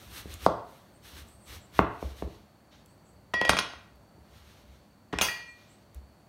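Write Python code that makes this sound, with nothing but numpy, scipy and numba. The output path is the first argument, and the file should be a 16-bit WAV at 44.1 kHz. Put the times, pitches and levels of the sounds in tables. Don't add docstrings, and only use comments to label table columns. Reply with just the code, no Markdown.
import sys
import numpy as np
from scipy import signal
from scipy.fft import rfft, irfft, next_fast_len
from scipy.io import wavfile
from scipy.ndimage import uniform_filter1d
from numba import njit

SR = 44100
rng = np.random.default_rng(int(sys.argv[2]) if len(sys.argv) > 2 else 0)


def inscribe(sig):
    pcm = np.round(np.clip(np.atleast_2d(sig).T, -1, 1) * 32767)
    wavfile.write(sys.argv[1], SR, pcm.astype(np.int16))


N = 276948
T = np.arange(N) / SR


def undb(db):
    return 10 ** (np.asarray(db) / 20)


def unit(x):
    return x / np.sqrt(np.mean(x ** 2))


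def band(x, hz, width_hz):
    return signal.lfilter(*signal.iirpeak(min(hz, .45 * SR), hz / width_hz, SR), x)


def shaped(points):
    hz, db = np.transpose(points)
    size = next_fast_len(N, True)
    log_hz = np.log(np.arange(size // 2 + 1) * SR / size + 1)
    spectrum = rfft(rng.standard_normal(size)) * undb(np.interp(log_hz, np.log(hz), db))
    return unit(irfft(spectrum, size)[:N])


def walk(rate_hz):
    hold = int(SR / rate_hz)
    steps = np.repeat(rng.standard_normal(N // hold + 1), hold)
    return unit(uniform_filter1d(uniform_filter1d(steps, hold), hold)[:N])


def add(track, start_s, sound):
    i = int(start_s * SR)
    track[i:i + len(sound)] += sound[:N - i]


def struck(modes, contact_ms, tilt_db=0., rise_ms=0.88, sign=-1):
    t = T[:int(1.3 * SR * np.max(modes, axis=0)[-1])]
    free = 0
    for k, (hz, db, t60_s) in enumerate(modes):
        gain = sign ** k * undb(db + tilt_db * np.log2(hz / 800))
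        free = free + gain * np.sin(2 * np.pi * hz * t) * 1000. ** (-t / t60_s)
    push = np.sin(np.pi * np.clip(T[:SR // 20] * 1000 / contact_ms, 0, 1)) ** 2
    out = signal.fftconvolve(free * (1 - np.exp(-t * 1000 / rise_ms)), push)
    return out / np.abs(out).max()


def board():
    # start_s, knock_db, boom_db, thump_db, contact_ms, knock_tilt_db_per_octave, crack_hz
    blows = [(0.255, -39.5, -33, -45, 0.78, -18, 3800), (.463, -1.75, -13, -39, 0.84, 2.8, 4000),
             (1.7907, -1.5, -8, -29.5, 0.39, 5, 2396), (2.0255, -24.5, -26, -28, 1.07, -0.5, 2000),
             (2.2224, -23, -22.5, -29, 0.87, -5, 1870), (2.275, -45, -30.5, -42.5, 0.63, -1, 2010),
             (4.179, -63, -47, -51, .65, 4, 2700), (5.944, -62.5, -52.5, -35.5, 0.86, -1, 3500)]
    # start_s, knock_db, boom_db, thump_db, crack_db, knock_tilt_db_per_octave
    clatter = [(3.34, -18.5, -27.5, -48.5, -20, 0.5), (3.414, -15.5, -23.5, -52, -19, -8),
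               (3.451, -22, -36, -45, -24, -10), (3.48, -28, -44, -42, -26, 0),
               (3.494, -4, -16.5, -37, -10.5, 14.5), (3.533, -14.5, -22.5, -39.5, -19.5, 5.5),
               (3.568, -17, -32, -56.5, -22.5, 9), (3.588, -13.5, -25.5, -49, -11, 17),
               (3.735, -32.5, -48, -50, -42, 5), (5.130, -26.5, -22, -33, -30, -4.5),
               (5.137, -22, -24, -43.5, -34.5, 4), (5.187, -23.5, -36, -42.5, -12, 6),
               (5.212, -18, -25, -48, -11.5, 1.5)]
    # pitch_hz, relative_level_db, t60_s
    knock_modes = [(511, -4, 0.018), (702, 3, 0.013), (910, -6.5, 0.0067), (875, -4, 0.016),
                   (1098, 0.5, .012), (1430, -0.5, 0.0069), (2060, -8.5, 0.0087), (2525, -17.5, .01),
                   (3120, -26, 0.0083)]
    boom_modes = [(114.5, -17, 0.35), (165, -10., 0.03), (196, -3, 0.13), (280, -3.5, 0.07),
                  (324, 5, 0.038), (413.4, 5, 0.04)]
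    thump_modes = [(51.7, -7.5, .3), (67.2, -1, .35), (83, -6, 0.28)]
    clatter_contact_ms, clatter_crack_hz = 0.51, 3290
    blow_crack_db, crack_cycles = -17, 3.4
    boom_lag_s = .0018

    out = np.zeros(N)
    thump = struck(thump_modes, 10.0)
    boom = struck(boom_modes, 1.4, sign=1)
    contacts = [(s, db, boom_db, thump_db, db + blow_crack_db, ms, tilt_db, hz)
                for s, db, boom_db, thump_db, ms, tilt_db, hz in blows]
    contacts += [(s, db, boom_db, thump_db, crack_db, clatter_contact_ms, tilt_db, clatter_crack_hz)
                 for s, db, boom_db, thump_db, crack_db, tilt_db in clatter]
    for s, knock_db, boom_db, thump_db, crack_db, contact_ms, tilt_db, crack_hz in contacts:
        crack = rng.standard_normal(SR // 20) * np.exp(-T[:SR // 20] * crack_hz / crack_cycles)
        for _ in range(2):
            crack = band(crack, crack_hz, 0.63 * crack_hz)
        add(out, s, undb(knock_db) * struck(knock_modes, contact_ms, tilt_db))
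        add(out, s + boom_lag_s, undb(boom_db) * boom)
        add(out, s, undb(thump_db) * thump)
        add(out, s, undb(crack_db) * crack / np.abs(crack).max())
    return out


@njit
def ring(force, hz, loss):
    out, z, turn = np.empty(len(force)), 0j, np.exp(2j * np.pi * hz / SR)
    for i in range(len(force)):
        z = z * turn * (1 - loss[i] / SR) + force[i] + 1e-18
        out[i] = z.imag
    return out


def steel_damping():
    laid_s, lifted_s, stilled_s = 3.496, 5.22, 5.56
    free_loss, laid_loss, held_loss = .4, 25, 12
    settle_s = .05

    def after(s):
        return np.clip((T - s) / settle_s, 0, 1)

    lying = (T > laid_s) * (1 - after(lifted_s))
    return free_loss + laid_loss * lying + held_loss * after(stilled_s)


def blade():
    # start_s, ring_db, tilt_db_per_octave (scaled for the grit), first_bending_extra_db,
    # second_bending_extra_db, scrape_decay_ms, grit_db
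    clanks = [(3.337, -27.5, -10, 11, -6, 3.6, -32), (3.413, -32.5, -16, -3.5, -5, 4.6, -23.5),
              (3.450, -34, -8, -8, -3.5, 5.1, -24.5), (3.493, -21.5, -4.5, -3, -5, 6.7, -10.5),
              (3.568, -28, -7.5, -5.5, -1.5, 7.2, -24), (3.59, -25.5, -3.5, -4.5, -6.5, 2.73, -16.5),
              (5.127, -41, -12.5, 5.5, -3.5, 26, -36), (5.186, -36.5, -17, -14.5, -2.5, 14, -30.5),
              (5.212, -14.5, -0.5, -24, -15, 38.6, -24), (5.284, -32, -6.5, 16, 16, 5.2, -41)]
    # relative_level_db, t60_s before extra damping
    blade_modes = [(-16.5, 0.24), (-21.5, 0.12), (-13, 0.62), (-15, 0.076), (-17.5, 0.82), (-19, 0.12),
                   (-18, 0.046), (-14, 0.15), (-15, 0.24), (-25, .9), (-10, 0.32), (-16, .18),
                   (-6.5, 0.081), (-17, 0.28), (-13, 0.049), (-6, 0.03), (-19.5, 0.059), (-39, .08),
                   (-17.5, 0.11), (-13.5, 0.11), (-12.5, .08), (-25.5, .06), (-22, .08), (-23.5, .1)]
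    blade_hz = [1028, 1450, 1916, 2130, 2406, 2592, 2875, 3273, 3348, 4350, 4717, 5044, 5275, 5615, 5857,
                6352, 6977, 7913, 9265, 9631, 10850, 12600, 14280, 14780]
    # time_s, level_db
    face = [(3.3, -2), (3.49, 5.5), (3.51, 6), (5.15, 3.5), (5.22, 1.5), (5.276, -3), (5.3, -6.8),
            (5.408, -9), (5.435, -7), (5.46, -10), (5.49, 0), (5.55, -6)]
    bending_hz, second_bending_hz = 1916, 2406

    face_s, face_db = np.transpose(face)
    start, size = int(face_s[0] * SR), SR // 4
    damping = steel_damping()[start:]
    out, rattle = np.zeros(N), np.zeros(N)

    grit = rng.standard_normal((len(clanks), size))
    grit = grit * undb(4.9 * rng.standard_normal((len(clanks), size)))
    scrapes = [g * np.exp(-T[:size] * 1000 / decay_ms) / g.std()
               for g, (*_, decay_ms, _) in zip(grit, clanks)]

    f = np.arange(size // 2 + 1) * SR / size + 1
    octaves = 1.12 * np.log2(np.maximum(f, 3000) / 4000) + 4.0 * np.log2(np.maximum(f / 10500, 1))
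    for (s, _, tilt_db, *_, grit_db), scrape in zip(clanks, scrapes):
        colour = undb(tilt_db * octaves) * np.minimum(f / 1300, 1)
        coloured = irfft(rfft(scrape) * colour, 2 * (size // 2))
        add(rattle, s, undb(grit_db) * coloured[:int(.23 * SR)])

    for hz, (db, t60_s) in zip(blade_hz, blade_modes):
        force, wave = np.zeros(N), np.exp(2j * np.pi * hz * T[:size])
        for (s, ring_db, tilt_db, bend_db, second_db, _, _), scrape in zip(clanks, scrapes):
            gain_db = ring_db + db + tilt_db * np.log2(max(hz, 2500) / 4000)
            gain_db += bend_db * (hz == bending_hz) + second_db * (hz == second_bending_hz)
            reach = np.abs(scrape @ wave) ** .8 * np.linalg.norm(scrape) ** .2
            add(force, s, undb(gain_db) * scrape / reach)
        out[start:] += ring(force[start:], 1. * hz, np.log(1000) / t60_s + damping)
    face_db = uniform_filter1d(np.interp(T, face_s, face_db), SR // 100)
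    return out * undb(face_db) + rattle


def swell(peak_s, rise_s, fall_s):
    return np.exp(-((T - peak_s) / np.where(T < peak_s, rise_s, fall_s)) ** 2)


def sliding():
    # peak_s, rise_s, fall_s, hiss_db (before body_db),
    # shine_db re hiss_db (above 7 kHz), counter_shake_db
    strokes = [(.03, 0.085, 0.086, -60.5, -2.5, -51.5), (0.177, 0.06, 0.037, -47, -1, -50.5),
               (0.331, 0.08, .025, -55.5, -3.5, -42), (0.456, 0.067, 0.013, -50, -3.5, -43),
               (.7, 0.046, 0.18, -66.5, -1.5, -76), (1.064, 0.03, 0.079, -55, -3, -62),
               (1.195, 0.044, 0.029, -53, -3.5, -53), (1.27, 0.067, 0.11, -70.5, 1, -62),
               (1.495, 0.038, 0.038, -60.5, -4, -51.5), (1.559, 0.051, 0.03, -53, -3.5, -53),
               (1.787, 0.047, 0.023, -48.5, -5, -45.5), (2.03, 0.099, 0.2, -61, -5, -62),
               (2.22, 0.039, 0.034, -63, -2.5, -55), (2.32, 0.094, 0.15, -69.5, -7, -62),
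               (2.727, .013, 0.091, -63.5, -18, -66), (4.45, 0.16, .3, -63, -6.5, -63.5),
               (4.67, .05, 0.088, -85, -9, -64.5), (5.65, 0.13, 0.18, -70, -10, -78),
               (5.95, 0.01, 0.042, -70.5, -6, -51.5)]
    # pitch_hz, relative_level_db_per_hz
    rind = [(300, -5), (700, -15.5), (1200, -8), (2600, -9.5), (4200, -6.5), (6500, -14)]
    body_db = 3.5
    shake_lag_s, rest_shake_db = 0.015, -71

    hiss, gloss = 0, 0
    press = undb(rest_shake_db + 4.1 * walk(5.8))
    for s, rise_s, fall_s, hiss_db, shine_db, shake_db in strokes:
        push = swell(s, rise_s, fall_s)
        hiss = hiss + undb(hiss_db) * push
        gloss = gloss + undb(hiss_db + shine_db) * push
        press = press + undb(shake_db) * push
    grain = unit(undb(0.61 * walk(400) + 2.2 * walk(30)))
    body = shaped([(100, -48.5)] + list(rind) + [(9000, -40.0)])
    shine = shaped([(5000, -30.5), (8000, -2.5), (13500, -2.5), (16000, -11.5)])
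    shake = unit(band(band(rng.standard_normal(N), 68, 30), 66, 52))
    tearing = grain * (undb(body_db) * hiss * body + gloss * shine)
    return tearing + np.interp(T - shake_lag_s, T, press) * shake


def juice():
    # start_s, level_db, pitch_hz
    ticks = [(0.324, -44, 5050), (0.34, -32.5, 8410), (1.286, -48, 8380), (2.8598, -47.5, 6730),
             (3.9579, -55.5, 11850), (5.9459, -39, 8600)]
    out = np.zeros(N)
    for s, db, hz in ticks:
        tick = band(rng.standard_normal(220) * np.exp(-T[:220] / 0.0019), hz, 6000)
        add(out, s, undb(db) * tick / np.abs(tick).max())
    return out


def bird():
    # start_s, length_s, start_hz, end_hz, level_db
    chirps = [(0.93, 0.057, 8120, 8700, -67), (1.265, 0.11, 8020, 8550, -62.5),
              (1.398, .1, 8730, 7640, -61.5), (1.598, 0.073, 7970, 8050, -64),
              (2.87, 0.08, 7430, 8500, -70.5), (3.04, 0.08, 7300, 8360, -68),
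              (5.466, 0.06, 8030, 8270, -67.5), (5.678, 0.077, 7470, 8280, -66)]
    out, flutter = np.zeros(N), walk(400)
    for s, length_s, start_hz, end_hz, db in chirps:
        t = T[:int(length_s * SR)]
        hz = np.interp(t, [0, length_s], [start_hz, end_hz])
        hz = hz + 420 * flutter[int(s * SR):][:len(t)]
        envelope = np.sin(np.pi * t / length_s) ** .5
        add(out, s, undb(db) * envelope * np.sin(2 * np.pi * np.cumsum(hz) / SR))
    return out


def kitchen():
    # pitch_hz, relative_level_db_per_hz
    hum = [(15, -42), (25, -19), (152, -6), (349, -12), (421, -16), (552, -15), (666, -14), (804, -16),
           (3170, -32.5), (4380, -34), (15500, -39.5)]
    # pitch_hz, width_hz, level_db
    whine = [(106, 6.3, -69), (209, 8.7, -69.5), (585.5, 12, -74), (4560, 53, -74.5), (4400, 150, -75)]
    hum_db = -59.5
    tones = sum(undb(db) * unit(band(rng.standard_normal(N), hz, width_hz)) for hz, width_hz, db in whine)
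    return undb(hum_db + 1.1 * walk(1.5)) * shaped(hum) + tones


def echo(x):
    # pitch_hz, t60_s
    room = [(125, 0.35), (500, 0.5), (1500, 0.58), (4000, 0.47), (12000, 0.15)]
    room_db = -9.5
    room_hz, room_t60_s = np.transpose(room)
    t, tail = T[:SR], 0
    for hz in 63 * 2. ** np.arange(9):
        t60_s = np.interp(np.log(hz), np.log(room_hz), room_t60_s)
        tail = tail + band(rng.standard_normal(SR), hz, hz * 1.3) * 1000. ** (-t / t60_s)
    tail = tail * np.clip((t - .002) / .005, 0, 1)
    return undb(room_db) * signal.fftconvolve(x, tail / np.linalg.norm(tail))[:N]


def scene():
    near, far = board() + blade() + sliding() + juice(), bird()
    return (near + far + echo(near + undb(7.0) * far) + kitchen())[None]


def record(dry):
    # pitch_hz, width_hz, share_removed
    mic_dips = [(4770, 1400, .5), (10670, 660, 0.57)]
    top_hz = 15750
    dry = signal.sosfilt(signal.butter(2, 42, "high", fs=SR, output="sos"), dry)
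    for hz, width_hz, share in mic_dips:
        dry = dry - share * band(dry, hz, width_hz)
    return signal.sosfilt(signal.ellip(10, .2, 70, top_hz, fs=SR, output="sos"), dry)


dry = scene()
out = record(dry)
inscribe(out)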